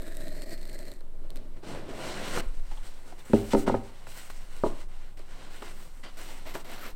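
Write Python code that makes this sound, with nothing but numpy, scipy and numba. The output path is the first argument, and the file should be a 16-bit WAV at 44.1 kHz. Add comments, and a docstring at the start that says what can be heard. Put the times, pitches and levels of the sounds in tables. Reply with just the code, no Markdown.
"""First a blade slits a paper seal: uneven bursts of tiny slips, with ringing notes and sharp snaps.
Then the tight lid of a small cardboard box slides off and is set down with a few bounces; the box is put down.
Fingers and a foam sheet rub the walls: streams of random slips, split into pitch bands, shake the card.
Knocks are fading sine waves at the card's own notes, creaks are narrow bands of noise.
Under it all lie faint room noise and slow air pressure that rocks the capsule below hearing."""
import sys
import numpy as np
from scipy import signal
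from scipy.fft import rfft, irfft, next_fast_len
from scipy.io import wavfile
from scipy.ndimage import uniform_filter1d
from numba import njit

SR = 44100
rng = np.random.default_rng(int(sys.argv[2]) if len(sys.argv) > 2 else 0)


def unload_wav(signal):
    """Save mono or channel-first audio to the path in sys.argv[1] as 16-bit WAV at rate SR, clipped to [-1, 1]."""
    wavfile.write(
        sys.argv[1],
        SR,
        np.round(np.clip(np.atleast_2d(signal).T, -1, 1) * 32767).astype(np.int16),
    )


def voltage_ratio(level):
    """Linear amplitude factor for a level in decibels (scalar or array-like)."""
    return 10 ** (np.asarray(level, float) / 20)


N = 306698
TIME = np.arange(N) / SR


def columns(table):
    """A soft gate, open within the table's time span, and each column drawn out to every sample."""
    s, *rest = np.transpose(table)
    inside = uniform_filter1d(1. 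* (TIME >= s[0]) * (TIME <= s[-1]), size=400)
    return inside, [np.interp(TIME, s, c) for c in rest]


def unit(x):
    """Scale to an rms of 1."""
    return x / np.sqrt(np.mean(x ** 2))


def colour(x, table):
    """Filter by (f/Hz, level/dB) points joined by straight lines on a log frequency axis."""
    size = next_fast_len(len(x))
    hz, db = np.transpose(table)
    at = np.log(np.maximum(np.arange(size // 2 + 1) * SR / size, 1))
    gain = voltage_ratio(np.interp(at, np.log(hz), db))
    return irfft(rfft(x, size) * gain, size)[:len(x)]


@njit
def svf(x, hz, width, sr):
    """Band-pass whose centre may move, with a gain of 1 there."""
    y, b, l = np.empty(len(x)), 0., 0.
    for i in range(len(x)):
        g, k = np.tan(np.pi * hz[i] / sr), width / hz[i]
        v = (b + g * (x[i] - l)) / (1 + g * (g + k))
        b, l, y[i] = 2 * v - b, l + 2 * g * v, k * v
    return y


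def band(x, hz, width_hz):
    """Band-pass at a fixed or moving centre."""
    return svf(x, hz + np.zeros(len(x)), 1. * width_hz, 1. * SR)


def walk(rate):
    """A smooth random wander: levels held 1 / rate s, then averaged twice; spread near 1."""
    hold = int(SR / rate)
    steps = np.repeat(rng.standard_normal(N // 50), hold)[:N]
    return 1.17 * uniform_filter1d(uniform_filter1d(steps, hold), hold)


def grains(rate, spread_db):
    """Tiny slips at random moments, rate per second, most small and a few large."""
    chance = rng.random((3, N))
    size = voltage_ratio(-spread_db * np.log(1 - chance[1])) * np.sign(chance[2] - .5)
    return unit((chance[0] < rate / SR) * np.minimum(size, 6.))


def add(out, s, x):
    """Mix x into out from second s on."""
    i = int(s * SR)
    out[i:i + len(x)] += x[:N - i]


def drone(force, modes, widen):
    """Steady friction shakes the card's modes; the pressing hand sets how wide they are."""
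    return unit(sum(voltage_ratio(db) * band(force, hz, widen * 1.34 / t60) * np.sqrt(t60) for hz, db, t60 in modes))


# pull of the blade through the seal: columns [t/s, level/dB]
BLADE_PULL = [(0.0, -56), (0.09, -51.5), (0.228, -52), (0.434, -53), (0.454, -58.5), (0.528, -51.5),
              (0.562, -59.5), (0.688, -55.5), (0.935, -56), (0.955, -64), (1.0, -71)]
# the blade's ring climbs as it digs in, then sags: columns [t/s, f/Hz]
BLADE_RING = [(0.0, 3800), (0.15, 3800), (0.43, 4340), (0.56, 4310), (1.0, 4130)]
# colour of tearing paper: columns [f/Hz, level/dB]
TEAR_COLOUR = [(700, -2), (1200, -3.5), (3000, -4), (6000, -4), (8300, 1.5), (10300, -7.5), (11500, -1),
               (13000, -2), (16000, -8)]
# single paper fibres and glue spots snapping: columns [t/s, level/dB at the start, before colouring]
SNAPS = [(0.021, -30), (0.17, -27), (0.282, -29.5), (0.4204, -26), (0.437, -41), (0.5328, -36),
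         (0.5779, -34), (0.615, -35), (0.630, -37), (0.654, -35), (0.6966, -34), (0.732, -37),
         (0.7465, -32), (0.7905, -33), (0.901, -44), (0.917, -31), (0.938, -36.5), (1.0075, -41.5),
         (1.3044, -33.5), (1.359, -29.5), (1.367, -35), (1.3723, -33), (5.1736, -44), (5.193, -37)]
# modes of the box's card, also used for rubbing and knocks: columns [f/Hz, level/dB, time to fall 60 dB/s]
BOX_MODES = [(146, -45, 0.014), (194, -3.5, 0.054), (308, 8.5, 0.054), (353, 6, 0.15), (417, 1.4, 0.17),
             (445, -11, 0.42), (588, 14, 0.035), (669, -4.5, 0.3), (695, -12, 0.23), (844, -3.5, 0.15),
             (970.6, 0.5, 0.16), (1065, -15, 0.66), (1177, 8.5, 0.04), (1680, -20, 0.023)]
# what the shut lid lets out, also used for the lid's slide: columns [f/Hz, level/dB]
SHUT_LID = [(100, 15), (300, 7), (650, 5.5), (800, -6.5), (1200, -19.5)]


def slit():
    """Fibres tear in uneven bursts, single ones snap; blade and paper flap ring, the closed box drones."""
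    inside, (cut_db,) = columns(BLADE_PULL)
    _, (ring_hz,) = columns(BLADE_RING)
    # the ring weakens steeply below its highest pitch
    ring_db = cut_db - 1 + 40 * np.log2(ring_hz / ring_hz.max())
    drone_db, flap_db, flap_hz = cut_db + 7, cut_db - 1.5, .45 * ring_hz
    bursts = voltage_ratio(2.6 * walk(90))
    fine = bursts * grains(7000, 2.)
    coarse = bursts * grains(1100, 2.8)
    tear = unit(colour(fine + voltage_ratio(-4) * coarse, TEAR_COLOUR)) * voltage_ratio(cut_db)
    ring = unit(band(coarse + voltage_ratio(-3) * fine, ring_hz, 260)) * voltage_ratio(ring_db)
    flap = unit(band(fine + voltage_ratio(-0.5) * coarse, flap_hz, 310)) * voltage_ratio(flap_db)
    # the shut lid lets mainly the low wall modes out
    body = unit(colour(drone(fine, BOX_MODES, 3.15), SHUT_LID)) * voltage_ratio(drone_db)
    jolts = np.zeros(N)
    # sixteen small snaps at random moments join the listed ones
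    small_snaps = [(s, -37) for s in rng.uniform(0, .94, 16)]
    for s, snap_db in SNAPS + small_snaps:
        add(jolts, s, voltage_ratio(snap_db) * rng.standard_normal(200) * np.exp(-TIME[:200] / .0007))
    snaps = colour(jolts, TEAR_COLOUR) + voltage_ratio(2.5) * band(jolts, ring_hz, 770)
    return inside * (tear + ring + flap + body) + snaps


# slow air pressure at the capsule: columns [t/s, level/dB]
SWAY = [(0.0, -30), (1.05, -32.5), (1.3, -27), (1.68, -35.5), (2.24, -36.5), (2.5, -22), (3.44, -45),
        (3.6, -25), (3.87, -41.5), (4.78, -28), (5.19, -34.5), (6.95, -35)]
# colour of the still room: columns [f/Hz, relative level/dB per Hz]
ROOM = [(45, 10), (70, -2), (200, -11), (400, -16.5), (900, -14.5), (2500, -28.5), (8000, -27.5),
        (16000, -28.5)]


def air():
    """Slow pressure swings near 15 Hz, one gust as the lid comes free, and the faint noise of the room."""
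    _, (sway_db,) = columns(SWAY)
    sway = colour(rng.standard_normal(N), [(2, -28), (6, -7), (15, 8.0), (19, -4.5), (28, -25.0),
                                           (50, -43), (200, -90)])
    # the swings keep a fairly even size
    swing_size = np.sqrt(uniform_filter1d(sway ** 2, SR // 8))
    sway = unit(sway / (swing_size + 0.33 * sway.std())) * voltage_ratio(sway_db)
    t = TIME[:SR // 2]
    gust_s, gust_db, gust_hz, gust_t60_s = 2.463, -17, 21, .4
    gust = np.sin(2 * np.pi * gust_hz * t) * (1 - np.exp(-t / 0.006)) * 1000. ** (-t / gust_t60_s)
    add(sway, gust_s, voltage_ratio(gust_db) * gust)
    room = unit(colour(rng.standard_normal(N), [(32, -73)] + ROOM))
    return sway + room * voltage_ratio(-58 + 0.55 * walk(3.42))


def strokes(rows, drone_db, hiss_db, lean):
    """Power of scrape, hiss and wall drone: each stroke starts fast, swells to its peak, sags and dies out."""
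    sag_db, attack_s, release_s = 9, .004, .014
    out = np.zeros((3, N))
    for s, length, db, place, bright_db in rows:
        t = TIME[:int((length + 4 * release_s) * SR)]
        shape_db = np.interp(t / length, [0, np.clip(place, .02, .98), 1], [-sag_db, 0, -sag_db])
        fade = np.exp(-np.maximum(t - length, 0) / min(release_s, length / 2))
        edges = np.minimum(t / attack_s, 1) * fade
        # lean: drone lost per dB of brightness
        for layer, over_db in zip(out, (0, hiss_db + bright_db, drone_db - lean * bright_db)):
            add(layer, s, (edges * voltage_ratio(db + over_db + shape_db)) ** 2)
    return out


# the three stroke tables share columns [t/s, length/s, peak level/dB, place of the peak 0-1, brightness/dB]
# firm contacts that shake the walls: blade tip on the lid, hand gripping the lid, lid skidding, box settling
PRESSES = [(.95, 1, -66.5, .3, -9), (1.005, 0.013, -60, 0.22, -5), (1.297, 0.031, -64, 0.069, -11),
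           (1.35, 0.046, -57, 0.24, -4), (1.56, .04, -60.5, 0.23, -3), (2.8, 0.33, -72, 0.92, -5),
           (3.335, 0.1, -49, 0.066, 5), (3.663, 0.06, -38, 0.26, -3), (3.7, .09, -52.5, 0.19, -19),
           (4.635, 0.11, -53, 0.13, -6)]
# fingers stroking the card
FINGERS = [(2.42, 0.13, -55, 0, 1.5), (2.54, 1, -56.5, 0.23, 1.5), (2.71, 0.082, -57.5, 0, 0),
           (2.82, 0.09, -55, 0.52, 3), (3.18, 0.041, -53.5, 0.4, 2), (3.25, 0.39, -49, 0.56, 4.5),
           (3.503, 0.045, -38.5, 0.65, -1), (3.56, 0.071, -45, 0.46, 7.5), (3.62, 0.65, -56, 0.3, -0.5),
           (3.71, 0.015, -46, .4, -1), (4.065, 0.31, -48.5, 0.34, 4.5), (4.295, 0.021, -46, 0.5, 5),
           (4.32, 0.4, -53.5, 0.65, 2), (4.62, 0.1, -50, 0.5, 2), (4.72, 0.13, -51, 0.7, -0.5),
           (4.88, .25, -56.5, 0.38, -3)]
# the foam sheet stroking the card
FOAM = [(5.168, 0.049, -54.5, .15, -1), (5.19, 0.4, -52.5, 0.47, -2), (5.385, 0.13, -52.5, .15, -12),
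        (5.5, 0.22, -46.5, 0.58, 0.5), (5.69, 0.36, -57, 0.35, 5), (6.032, 0.081, -49, 0.076, -9),
        (6.08, .38, -51, .6, 1.5), (6.167, 0.22, -48, 0, 5.5), (6.452, 0.095, -45.5, 0.2, -6),
        (6.537, 0.043, -39.5, 0.33, -2), (6.572, 0.051, -51, 0.7, 3), (6.642, .14, -45, 0.72, -4.5),
        (6.775, 0.14, -44, 0.63, -7)]
# the tight lid slides off: columns [t/s, speed as scrape level/dB, grip as wall drone over scrape/dB]
LID_SLIDE = [(1.615, -78, 5), (1.634, -51.5, 9), (1.69, -45, 1.5), (1.8, -52, 8), (1.875, -55, 8),
             (1.9, -47.5, 7.5), (2.05, -42, -4), (2.2, -43, -1), (2.3, -40.5, -6.5), (2.405, -37.5, -3),
             (2.418, -54, 5), (2.45, -62, 10)]


def contact():
    """Levels in dB of scrape, hiss over scrape, wall drone and table rumble from all that touches the card."""
    inside, (speed_db, grip_db) = columns(LID_SLIDE)
    # a faster slide hisses more
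    hiss_db = -5.5 + .5 * (speed_db - speed_db.max())
    power = inside * voltage_ratio([speed_db, speed_db + hiss_db, speed_db + grip_db]) ** 2
    power = power + strokes(FINGERS, drone_db=-18.5, hiss_db=-5, lean=0.16)
    power = power + strokes(FOAM, drone_db=-8, hiss_db=-5, lean=0.2)
    power = power + strokes(PRESSES, drone_db=6.7, hiss_db=-9.5, lean=0.47)
    # holding hands are never quite still
    held_db = -81.5
    scrape, hiss, walls = power + voltage_ratio([[held_db], [held_db - 20], [held_db + 14]]) ** 2
    rumble = walls * voltage_ratio(-5) ** 2 + voltage_ratio(-64) ** 2
    return 10 * np.log10([scrape, hiss / scrape, walls, rumble])


# modes of the lid's card, also used for its knocks: columns [f/Hz, level/dB, time to fall 60 dB/s]
LID_MODES = [(36.7, -16.5, 1), (104.1, -9.5, 0.42), (222, 6, 0.16), (295.3, 0.5, 0.23), (327, 2.5, 0.13),
             (394, 3, 0.25), (440.6, -5.5, 0.27), (479, 9, 0.063), (560, 9, 0.093), (682, -5.5, 0.25),
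             (780, -13.5, 0.61), (906, 9.5, 0.04), (1090, -23, 0.033), (1244, -10, 0.18),
             (1490, -11, 0.083), (1800, -36, .08), (2340, -38, .12)]
# colour of scraping card: columns [f/Hz, level/dB per half octave]
CARD = [(64, -10.5), (180, -5.5), (350, -7), (600, -6), (1000, -8), (2000, -7.5), (4000, -9), (8000, -4),
        (11000, -17), (15000, -2.5)]


def rubbing():
    """Dense slips heard in half octaves; low ones follow table and walls, high ones the fine hiss."""
    scrape_db, hiss_db, drone_db, rumble_db = contact()
    force = voltage_ratio(1.6 * walk(30)) * grains(9000, 1.6)
    # the lid is in the hand between these times; before, it sits on the box
    lift_s, release_s = 2.45, 3.9
    held = (TIME > lift_s) * (TIME < release_s)
    shut_walls = voltage_ratio(-7) * unit(colour(drone(force, BOX_MODES, 2.1), SHUT_LID))
    walls = np.where(held, 0.16 * drone(force, LID_MODES[2:], 4.8), 0.25 * drone(force, BOX_MODES, 0.77))
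    out = np.where(TIME < lift_s, shut_walls, walls) * voltage_ratio(drone_db)
    card_hz, card_db = np.transpose(CARD)
    step = np.sqrt(2)
    for hz in 64 * step ** np.arange(17):
        # how far this band follows the table, the walls and the hiss
        deep = np.clip(np.log2(230 / hz) / 0.25, 0, 1)
        low = np.clip(np.log2(1600 / hz) / 3.02, 0, 1) - deep
        high = np.clip(np.log2(hz / 4200) / 1.1, 0, 1.6)
        db = deep * rumble_db + low * drone_db + (1 - low - deep) * scrape_db + high * hiss_db
        part = colour(force, [(hz / 2, -60), (hz / step, -12), (hz, 0), (hz * step, -12), (hz * 2, -60)])
        flicker_db = 1.6 * walk(20)
        tone_db = np.interp(np.log(hz), np.log(card_hz), card_db)
        out = out + voltage_ratio(db + tone_db + flicker_db) * unit(part)
    # the foam sheet scrapes out of the box: its cells pop in thin bright grit
    grit = colour(grains(700, 2.5), [(800, -14), (3000, -6), (9000, -10), (12000, 0), (16000, 0)])
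    foam_out_s = 6.45
    return out + (TIME > foam_out_s) * voltage_ratio(scrape_db) * unit(grit)


def knocks(events, modes, contact_ms):
    """A short soft push rings the modes, the high ones more near an edge, with a slap of the contact."""
    out, t = np.zeros(N), TIME[:SR // 2, None]
    hz, db, t60 = np.transpose(modes)
    for s, peak_db, edge_db, damping, slap_db in events:
        # every blow lands on another spot of the mode shapes
        spot = rng.standard_normal((2, len(hz)))
        gain = voltage_ratio(db + edge_db * np.log2(np.maximum(hz, 200) / 400) + 1.5 * spot[0])
        # neighbouring modes start in opposite directions; the hand detunes them a little
        swing = (-1.) ** np.arange(len(hz)) * np.sin(2 * np.pi * hz * (1 + .012 * spot[1]) * t)
        ring = (gain * swing * 1000. ** (-t * damping / t60)).sum(axis=1)
        # the push is strongest after a quarter of the contact time
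        rise = t[:300, 0] * 4000 / contact_ms
        push = rise * np.exp(-rise)
        ring = np.convolve(ring, push)[:len(t)]
        # a click and fading noise make the slap
        crush = (rng.standard_normal(len(t)) + 12 * (t[:, 0] == 0)) * np.exp(-t[:, 0] / .003)
        slap = band(band(crush, 1150., 1500.), 1150., 1500.)
        blow = ring / np.abs(ring).max() + voltage_ratio(slap_db) * slap / np.abs(slap).max()
        # each blow begins 2 ms after its listed time
        add(out, s + .002, voltage_ratio(peak_db) * blow)
    return out


# blows on the box: columns [t/s, peak level/dB, nearness to an edge/dB per octave, damping factor,
# slap over ring level/dB]
BOX_KNOCKS = [(1.634, -42, -10, 1.2, -6), (2.372, -14.5, 6, 2.4, -15), (2.379, -26, 19, 3.2, -18),
              (2.717, -43, -2, 1.6, 4), (3.123, -43, -1, 0.9, 6), (4.068, -37.5, 6, 2.1, 9.5),
              (4.299, -33.5, 8, 3, 3.5), (4.635, -8, 1.2, 1.67, -23), (4.661, -15.5, -.5, 2, -17),
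              (5.195, -36.5, 1.5, 1.7, -5), (5.621, -30, 3, 1.05, -2), (6.551, -21, 5.5, 1.46, -2.5)]


def box_knocks():
    """The box is knocked and put down, and its card modes ring."""
    return knocks(BOX_KNOCKS, BOX_MODES, contact_ms=0.56)


# short creaks: columns [t/s, length/s, f/Hz, level/dB]
CREAKS = [(2.711, 0.033, 823, -46), (2.77, 0.027, 870, -49), (2.772, 0.017, 3320, -53),
          (3.122, 0.014, 745, -45.5), (3.2, 0.017, 3600, -53), (5.621, 0.014, 840, -37),
          (6.03, 0.047, 2000, -51), (6.031, 0.081, 3100, -53), (6.032, 0.077, 4700, -52),
          (6.28, .14, 930, -52), (6.453, 0.086, 2070, -49), (6.455, 0.033, 636, -44),
          (6.682, 0.074, 680, -48), (6.815, 0.061, 2040, -47), (6.825, 0.08, 1300, -45)]


def creaks():
    """A surface sticks and sings: narrow rough notes, quick to start."""
    out = np.zeros(N)
    for s, length, hz, db in CREAKS:
        t = TIME[:int(length * SR)] / length
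        note = unit(band(rng.standard_normal(len(t)), hz, hz / 14))
        add(out, s, voltage_ratio(db) * note * np.sin(np.pi * t ** .4))
    return out


# blows of the lid: columns [t/s, peak level/dB, nearness to an edge/dB per octave, damping factor,
# slap over ring level/dB]
LID_KNOCKS = [(3.296, -27.5, -10.5, 1, -15), (3.332, -5.5, -3.5, 1.09, -13.5), (3.532, -9, 0, 0.87, -9.5),
              (3.547, -11, 0, 1.2, -8), (3.57, -20.5, -2, 1.8, -10), (3.662, -33, 8, 1, -13),
              (3.676, -10, 4, 6.3, -25), (3.695, -11, 6, 2.1, -25), (3.719, -21.5, -5, 0.64, -14),
              (3.74, -13, 6.5, 1.86, -24), (3.748, -26, -18, 1.7, -1)]


def lid_knocks():
    """The lid is set down with a few bounces, and its card modes ring."""
    return knocks(LID_KNOCKS, LID_MODES, contact_ms=0.66)


def room_tail(near):
    """Echoes blur into noise that starts after 4 ms, dies away and is duller than the sound itself."""
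    t = TIME[:SR // 2]
    t60_s, level_db = 0.5, -21
    tail = colour(rng.standard_normal(len(t)), [(100, 0), (2310, -3), (16000, -15)])
    tail = tail * 1000. ** (-t / t60_s) * (t > .004)
    return voltage_ratio(level_db) * signal.fftconvolve(near, tail / np.sqrt(np.sum(tail ** 2)))[:N]


def scene():
    """Near sounds with a short dull room tail, over the air."""
    near = slit() + rubbing() + box_knocks() + creaks() + lid_knocks()
    return (near + room_tail(near) + air())[None]


def low_pass(x):
    """Removes everything above the highest recorded frequency."""
    return signal.sosfilt(signal.butter(12, 15830, fs=SR, output="sos"), x)


# colour of the microphone: columns [f/Hz, level/dB]
MIC = [(100, -0.5), (4500, -3.5), (6300, -6.5), (8500, -1), (10300, -6), (12500, -5), (15500, -8.5)]


def record(dry):
    """The microphone's uneven response colours the scene."""
    mix = colour(dry[0], MIC)[None]
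    return low_pass(mix)


dry = scene()
out = record(dry)
unload_wav(out)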